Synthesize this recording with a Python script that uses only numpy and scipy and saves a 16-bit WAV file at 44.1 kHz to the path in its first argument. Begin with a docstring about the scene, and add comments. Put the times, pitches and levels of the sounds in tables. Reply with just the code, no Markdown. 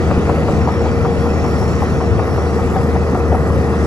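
"""Open work site: a bulldozer pushes soil, its six-cylinder diesel droning at a nearly steady speed.
Sines locked to the firing make the drone and gear whine; shaped noise makes the roar, clatter and soil hiss.
A thin turbocharger whistle flutters on top, and uneven exhaust puffs ring resonators.
Track shoes clack down about five times a second: bursts of contacts and sharp blows ring damped steel.
Grit keeps the steel singing, dry pins squeal faintly, and clods thud as earth spills off the blade."""
import sys
import numpy as np
from scipy import signal
from scipy.fft import rfft, irfft
from scipy.io import wavfile
from scipy.ndimage import uniform_filter1d

SR = 44100
rng = np.random.default_rng(int(sys.argv[2]) if len(sys.argv) > 2 else 0)


def digitize_waveform(pressure):
    """Quantize a signal to 16-bit integers and store it at the path in sys.argv[1].

    Rows of a 2-D input are taken as channels; values are limited to [-1, 1].
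    """
    field = np.atleast_2d(pressure).T
    bounded = np.clip(field, -1, 1)
    quanta = np.round(bounded * 32767).astype(np.int16)
    wavfile.write(sys.argv[1], SR, quanta)


N = 170226  # length in samples

# Stereo image of the noises: [f/Hz, likeness of left and right from 0 to 1]
STEREO_LIKENESS = [(60, 0.52), (150, 0.78), (450, 0.96), (800, 0.86), (2300, 0.95), (3200, 0.82),
                   (5500, 0.28), (6900, 0.5)]
# Stereo lean: [f/Hz, left minus right level/dB]
STEREO_LEAN = [(30, 4), (60, -1), (80, 2), (100, 13), (130, 1.5), (330, -0.5), (700, 1.6), (1150, 0.2),
               (1400, -4), (1750, 1.5), (2050, 0), (2400, 1.5), (3600, 1.5), (5700, 0), (8000, 0.5)]
# Stereo phase: [f/Hz, lead of left over right/rad]
STEREO_LEAD = [(100, 0.25), (750, -0.42), (1250, 0.65), (1600, 1.56), (2900, 2), (4000, 0.88), (4900, 0.5),
               (5300, 0.7), (6500, 1), (7500, 1.5), (9000, 5)]
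CEILING, CUTOFF_HZ = 1.6, 15200  # soft amplitude limit; treble is 70 dB down from the cutoff up

# Colour of the spilling earth: [f/Hz, relative level per Hz/dB]
SOIL_COLOUR = [(2500, -15), (4000, -9.5), (5000, 0), (5600, 2.5), (6200, -2.5), (7200, -5), (8100, 0),
               (8900, -20), (10300, -7), (12000, -12.5), (15000, -23)]
# Surges of the spilling earth, before the trim: [t/s, level/dB]
SOIL_SURGES = [(0, -50), (.3, -51), (.7, -51), (1.07, -52.5), (1.43, -49), (1.7, -46.5), (2.15, -52),
               (2.6, -48.5), (3.25, -50.5), (3.86, -47.5)]
SOIL_TRIM_DB, SOIL_FLUTTER_DB, SOIL_FLUTTER_HZ, SOIL_PATCHY_DB = 4.5, 1.8, 170, 2.2

# Heavy clods hitting the ground, before the trim: [t/s, peak level/dB, f/Hz]
CLOD_THUDS = [(.103, -9, 243), (.177, -3, 174), (.553, -11, 210), (.915, -13, 173), (1.305, -11, 136),
              (3.508, -8, 168.4)]
THUD_T60_S, THUD_TRIM_DB, THUD_SPREAD = 0.063, 2, 0.26  # spread: rough offset of side modes, share of pitch

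# Faint squeals of dry track pins: [start t/s, end t/s, f/Hz, mean level/dB rms]
PIN_SQUEALS = [(.6, 2.5, 5520, -50.5), (1.41, 1.8, 5470, -49.5), (2.18, 2.67, 5700, -50)]
SQUEAL_WIDTH_HZ, SQUEAL_FADE_S, SQUEAL_FLUTTER_DB = 240, 0.02, 2.5

# Running-gear steel rubbed by grit: [f/Hz, relative drive level/dB]
STEEL_MODES = [(3333, 0), (3950, -4.5), (4690, 0.5), (5480, -1.5), (6100, 2), (6614, 0.5), (7130, -1)]
# Grinding of the running gear, before the trim: [t/s, level/dB]
GRINDING_LEVEL = [(0, -43.5), (1.3, -44), (3.25, -51.5)]
STEEL_TRIM_DB, STEEL_T60_S = -3, 0.025

# Track links knocking the idler as a shoe comes down, before trim and dulling: [t/s, peak level/dB, f/Hz]
LINK_KNOCKS = [(.104, -19.5, 796), (.111, -14, 1190), (.298, -17, 1300), (.487, -16, 1200),
               (.674, -15, 983), (1.049, -12, 1190), (1.257, -19, 1166), (1.447, -15.5, 1040),
               (1.822, -13, 1040), (2.003, -17, 1080), (2.195, -10, 1090), (2.378, -16, 1140),
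               (2.769, -20, 1160), (3.148, -15, 1180), (3.347, -19.5, 1140), (3.503, -15, 1110),
               (3.731, -16, 1130)]
KNOCK_T60_S, KNOCK_TRIM_DB, KNOCK_SPREAD = 0.064, 1, 0.13

# Track shoes landing, before trim and low cut: [t/s, level/dB, tilt about 800 Hz/dB per octave]
SHOE_CLACKS = [(.11, -15.5, -14), (.297, -13.5, -13), (.488, -14, -21), (.675, -17, -14), (.691, -20, -6),
               (.861, -19, -14), (1.058, -16.5, -8), (1.267, -19.5, -17), (1.448, -24.5, -2),
               (1.626, -23, 7), (1.823, -18.5, 0), (2.011, -21, 0), (2.195, -19, -5), (2.383, -21, -12),
               (2.59, -24, 5), (2.764, -16, -6), (2.958, -16.5, -8), (3.151, -17, -12), (3.326, -14, -17),
               (3.349, -16.5, -2)]
# Modes of an earth-damped shoe: [f/Hz, relative level/dB, t60/s]
SHOE_MODES = [(355, -7, 0.011), (483, -6, 0.072), (568, -1, 0.054), (696, -2.5, 0.023), (747, 5, 0.079),
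              (840, 7.5, 0.023), (923, 0, 0.045), (1105, -13, 0.26), (1250, -7.5, 0.15),
              (1370, -10.5, 0.064), (1850, -21, 0.026)]
TRACK_TRIM_DB, TRACK_PAN_DB = 0.5, 3
CRUNCH_S, CONTACTS_PER_S = 0.0095, 2700  # time to the strongest contacts; average contacts per second throughout

# Turbocharger whistle: [t/s, f/Hz, mean level/dB rms]
TURBO_WHISTLE = [(0, 9970, -60), (.3, 9960, -51.5), (.55, 10080, -60), (2.7, 10190, -57),
                 (3.45, 10130, -59), (3.86, 10320, -55)]

# Gear whines, in the order of their multiples: [level/dB rms, pitch waver/Hz, level waver/dB]
GEAR_WHINES = [(-29, 0.57, 0), (-29.5, 2.21, 0.5), (-36, 4.6, 5)]
# Pitch of each gear whine: [multiple of the firing rate]
GEAR_MULTIPLES = [1.715, 6.006, 6.99]
# Swell added to the middle gear whine: [t/s, level/dB]
MIDDLE_WHINE_SWELL = [(0, -1), (1.15, 7), (1.35, 1), (2.1, 3)]

# Colour of engine and fan roar: [f/Hz, relative level per Hz/dB]
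ROAR_COLOUR = [(22, -26), (35, -24), (50, -6), (65, -0.5), (90, 1.5), (130, -2.5), (200, 0), (310, -8),
               (420, -5.5), (478, -4), (520, -12), (640, -11.5), (760, -11), (900, -17), (1300, -16.5),
               (1600, -24.5), (1950, -21), (2200, -34.5), (4000, -65.5)]
ROAR_DB, ROAR_SWELL_DB, ROAR_PATCHY_DB = -16.5, 0.27, 1.0

# Colour of combustion clatter: [f/Hz, relative level per Hz/dB]
CLATTER_COLOUR = [(1000, -1.5), (1700, -3), (2250, 1), (2650, 1), (3000, -6), (3800, -9), (4600, -9),
                  (7000, -38), (12000, -47), (15000, -46)]
# Loudness of combustion clatter: [t/s, level/dB]
CLATTER_LOUDNESS = [(0, -33.5), (1.0, -36), (1.7, -36.5), (2.6, -37.5), (3.3, -40), (3.86, -36.5)]
FIRING_PULSE, CRANK_PULSE, CLATTER_PATCHY_DB = 0.062, 0.023, 2.5  # pulses are modulation depths

# Resonances of the exhaust stack: [f/Hz, relative level/dB, t60/s]
STACK_MODES = [(128, -3, 0.047), (193.6, 1.5, .04), (235.7, -2.5, 0.048), (289.6, -3, 0.032),
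               (383, -5, 0.029)]
# Strength of each cylinder's puff: [level/dB]
CYLINDER_STRENGTHS = [4, -8, 6.5, -3, 4, -1]
# Loudness of the puffs: [t/s, level/dB]
PUFF_LOUDNESS = [(.5, -21), (.8, -25), (2.9, -28.5), (3.86, -22.5)]
PUFF_SCATTER_DB = 2.2  # random strength; scatter stops at twice this

# Engine speed: [t/s, firing rate f/Hz]
ENGINE_SPEED = [(0, 77.9), (.6, 77.9), (1.3, 77.9), (1.7, 77.4), (2.4, 77.9), (3.0, 77.6), (3.5, 77.6),
                (3.68, 76.5), (3.86, 77.3)]
# Exhaust tones, before load and pan: [cycles per six firings, mean level/dB rms]
EXHAUST_ORDERS = [(6, -18.5), (18, -40.5), (20, -36), (26, -36.5), (28, -34)]
# Engine load, as a level change of the drone: [t/s, level/dB]
ENGINE_LOAD = [(0, -1.5), (1, -3.5), (3.86, 1)]
EXHAUST_WOBBLE_DB, EXHAUST_PAN_DB = 0.54, 2.5


def from_db(db):
    """Turn decibels into gain."""
    return 10 ** (np.asarray(db) / 20)


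def rms_one(x):
    """Scale to unit rms."""
    return x / np.sqrt(np.mean(x ** 2) + 1e-20)


def in_time(rows):
    """Draw straight automation lines through the rows, one array per value column."""
    times, *columns = np.transpose(rows)
    return [np.interp(np.arange(N) / SR, times, column) for column in columns]


def per_bin(points):
    """Read a frequency curve at every spectral bin, on a log-frequency axis."""
    hz, value = np.transpose(points)
    bin_hz = np.arange(N // 2 + 1) * SR / N
    return np.interp(np.log(bin_hz + 1), np.log(hz), value)


def drift(rate):
    """Smooth random wander of unit rms: noise through two equal poles at the rate in Hz."""
    step = 40  # samples between wander points
    pole = np.exp(-2 * np.pi * rate * step / SR)
    noise = rng.standard_normal(N // step + 2002)
    wander = signal.lfilter([1], [1, -2 * pole, pole ** 2], noise)[2000:]  # drop the filter's start
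    return np.interp(np.arange(N) / step, np.arange(len(wander)), rms_one(wander))


def phase_of(hz):
    """Add up a changing frequency into running phase."""
    return 2 * np.pi * np.cumsum(hz) / SR


def tone(phase, db):
    """A sine of the given rms level."""
    return np.sqrt(2) * from_db(db) * np.sin(phase)


def pan(x, db):
    """Set the left-right level difference; positive leans left."""
    return x * from_db([[db / 2], [-db / 2]])


def ring(drive, hz, t60):
    """A struck or rubbed mode: a two-pole resonator that falls 60 dB in t60 seconds."""
    decay, turn = from_db(-60 / (t60 * SR)), 2 * np.pi * hz / SR
    feedback = [1, -2 * decay * np.cos(turn), decay ** 2]
    return signal.lfilter([0, np.sin(turn)], feedback, drive + 1e-18)  # the offset avoids denormals


def stereo_noise(colour):
    """Coloured noise of unit rms, with likeness, level and phase set between left and right."""
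    mid, side = rfft(rng.standard_normal((2, N)))
    alike = np.clip(per_bin(STEREO_LIKENESS), 0, 1)
    sign = np.array([[1], [-1]])  # left, right
    pair = np.sqrt(1 + alike) * mid + sign * np.sqrt(1 - alike) * side
    gain = from_db(per_bin(colour) + sign * per_bin(STEREO_LEAN) / 2)
    turn = np.exp(1j * sign * per_bin(STEREO_LEAD) / 2)
    return rms_one(irfft(pair * gain * turn, N))


def flicker(x, low_hz, high_hz, patchy_db, rate):
    """Let each of 16 overlapping bands swell and sink on its own; unit rms."""
    bin_hz = np.arange(N // 2 + 1) * SR / N
    spectrum = rfft(x)
    centres = np.geomspace(low_hz, high_hz, 16)
    out = 0
    for share in np.eye(len(centres)):
        band = irfft(spectrum * np.interp(bin_hz, centres, share), N)
        out = out + band * from_db(patchy_db * drift(rate))
    return rms_one(out)


def blows(rows, t60, spread):
    """Sharp blows, each an impulse ringing a main mode and two half-strength side modes."""
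    out = np.zeros(N + SR)
    click = signal.unit_impulse(SR // 5)
    for onset, db, hz in rows:
        hit = ring(click, hz, t60)
        for side in (-1, 1):
            side_hz = hz * (1 + side * spread * rng.uniform(0.58, 1.28))
            hit = hit + ring(click, side_hz, t60) / 2
        start = int(max(onset, 0) * SR)
        out[start:start + len(hit)] += from_db(db) * hit / np.abs(hit).max()
    return out[:N]


def soil():
    """Crumbs slide off the blade in surges: fluttering, patchy hiss."""
    surge_db, = in_time(SOIL_SURGES)
    level_db = SOIL_TRIM_DB + surge_db + SOIL_FLUTTER_DB * drift(SOIL_FLUTTER_HZ)
    hiss = flicker(stereo_noise(SOIL_COLOUR), 3700, 10450, SOIL_PATCHY_DB, rate=6.7)
    return from_db(level_db) * hiss


def thuds():
    """Big clods tumble off the heap, each a low, quickly damped blow."""
    return pan(from_db(THUD_TRIM_DB) * blows(CLOD_THUDS, THUD_T60_S, THUD_SPREAD), db=3.0)


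def squeals():
    """Rubbing steel sings in a narrow, rough band: a carrier modulated by random wander."""
    t, out = np.arange(N) / SR, 0
    for start, end, hz, db in PIN_SQUEALS:
        gate = np.clip(np.minimum(t - start, end - t) / SQUEAL_FADE_S, 0, 1)
        rough = drift(SQUEAL_WIDTH_HZ / 2) + 1j * drift(SQUEAL_WIDTH_HZ / 2)
        voice = rough * np.exp(2j * np.pi * hz * t)
        out = out + from_db(db + SQUEAL_FLUTTER_DB * drift(5.2)) * gate * voice
    return np.real([out * np.exp(0.9j), out])  # left leads by 0.9 rad


def steel():
    """Grit in the tracks keeps their high resonances ringing: noise drives wavering modes."""
    level_db, = in_time(GRINDING_LEVEL)
    grit = stereo_noise([(2000, 0), (9000, 0)])  # flat colour
    sung = 0
    for hz, db in STEEL_MODES:
        sung = sung + from_db(db + 2 * drift(7.3)) * ring(grit, hz, STEEL_T60_S)
    return from_db(STEEL_TRIM_DB + level_db) * rms_one(sung)


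def knocks():
    """Steel on steel gives the track clacks a hard edge; packed earth dulls the top."""
    struck = from_db(KNOCK_TRIM_DB) * blows(LINK_KNOCKS, KNOCK_T60_S, KNOCK_SPREAD)
    dulling = signal.butter(2, 1900, fs=SR, output="sos")
    return pan(signal.sosfilt(dulling, struck), db=3.0)


def tracks():
    """Each shoe lands in a short crunch of random contacts that rings its earth-damped steel."""
    out, t = np.zeros(N + SR), np.arange(SR // 5) / SR
    for landing, db, tilt_db in SHOE_CLACKS:
        strength = np.exp(-((t - CRUNCH_S) / CRUNCH_S * 2) ** 2 / 2)
        strength += 0.06 * np.exp(-t / 0.026)  # weak trailing contacts
        contacts = (rng.random(len(t)) < CONTACTS_PER_S / SR) * strength
        hit = 0
        for hz, mode_db, t60 in SHOE_MODES:
            gain = from_db(mode_db + tilt_db * np.log2(hz / 800))
            hit = hit + gain * ring(contacts * rng.standard_normal(len(t)), hz, t60)
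        loudest = np.sqrt(uniform_filter1d(hit ** 2, size=400).max())  # highest 9 ms rms
        start = int(max(landing - CRUNCH_S, 0) * SR)
        out[start:start + len(t)] += from_db(db + TRACK_TRIM_DB) * hit / loudest
    low_cut = signal.butter(2, 280, "high", fs=SR, output="sos")
    return pan(signal.sosfilt(low_cut, out[:N]), TRACK_PAN_DB)


def turbo():
    """A thin, fluttering whistle: one sine with wandering pitch and level."""
    hz, db = in_time(TURBO_WHISTLE)
    phase = phase_of(hz + 9 * drift(60))
    level_db = db + 2.5 * drift(16)
    return np.array([tone(phase + lead, level_db) for lead in (0, np.pi / 2)])  # right leads


def whines(firing):
    """Parts geared to the crank sing with a wavering pitch; the middle one swells and fades."""
    out = 0
    swells_db = (0, in_time(MIDDLE_WHINE_SWELL)[0], 0)
    for multiple, (db, waver_hz, waver_db), swell_db in zip(GEAR_MULTIPLES, GEAR_WHINES, swells_db):
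        phase = firing * multiple + phase_of(waver_hz * drift(16.0))
        out = out + tone(phase, db + swell_db + waver_db * drift(32.0))
    return pan(out, db=3.0)


def roar(firing):
    """Turbulent exhaust and fan air: patchy noise throbbing once per turn of the crank."""
    throb = 1 + CRANK_PULSE * np.cos(firing / 3)  # three firings a turn
    level = from_db(ROAR_DB + ROAR_SWELL_DB * drift(30))
    return level * throb * flicker(stereo_noise(ROAR_COLOUR), 117.0, 2120, ROAR_PATCHY_DB, rate=4.1)


def clatter(firing):
    """Combustion noise from the block: a short burst per firing, a swell per turn of the crank."""
    level_db, = in_time(CLATTER_LOUDNESS)
    burst = np.exp(3 * (np.cos(firing) - 1))
    pulse = rms_one(1 + FIRING_PULSE * burst + CRANK_PULSE * np.cos(firing / 3))
    noise = flicker(stereo_noise(CLATTER_COLOUR), 1460, 4700, CLATTER_PATCHY_DB, rate=16)
    return from_db(level_db) * pulse * noise


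def puffs(firing):
    """Every firing sends a puff of uneven strength through the resonant exhaust stack."""
    at = np.flatnonzero(np.diff(firing // (2 * np.pi)))  # samples where a firing falls
    scatter = np.clip(rng.standard_normal(len(at)), -2, 2)
    clicks = np.zeros(N)
    clicks[at] = from_db(np.resize(CYLINDER_STRENGTHS, len(at)) + PUFF_SCATTER_DB * scatter)
    beat = 0
    for k, (hz, db, t60) in enumerate(STACK_MODES):
        beat = beat + (-1) ** k * from_db(db) * ring(clicks, hz, t60)  # alternate polarity
    low_cut = signal.butter(2, 130, "high", fs=SR, output="sos")
    beat = rms_one(signal.sosfilt(low_cut, beat))
    return pan(from_db(in_time(PUFF_LOUDNESS)[0]) * beat, db=-0.2)


def exhaust(firing):
    """The drone: a firing tone and weaker lines from six unequal cylinders, scaled by load."""
    out = 0
    for order, db in EXHAUST_ORDERS:
        phase = firing * order / 6 + rng.uniform(0, 2 * np.pi)
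        out = out + tone(phase, db + EXHAUST_WOBBLE_DB * drift(3.5))
    return pan(out * from_db(in_time(ENGINE_LOAD)[0]), EXHAUST_PAN_DB)


def scene():
    """Layer earth, running gear and engine, with the engine pulses on one firing phase."""
    firing = phase_of(in_time(ENGINE_SPEED)[0])
    earth = soil() + thuds()
    running_gear = squeals() + steel() + knocks() + tracks()
    engine = turbo() + whines(firing) + roar(firing) + clatter(firing) + puffs(firing) + exhaust(firing)
    return earth + running_gear + engine


def record(dry):
    """Round the peaks gently, then cut the top."""
    rounded = CEILING * np.tanh(dry / CEILING)
    top_cut = signal.cheby2(12, 70, CUTOFF_HZ, fs=SR, output="sos")
    return signal.sosfilt(top_cut, rounded)


dry = scene()
out = record(dry)
digitize_waveform(out)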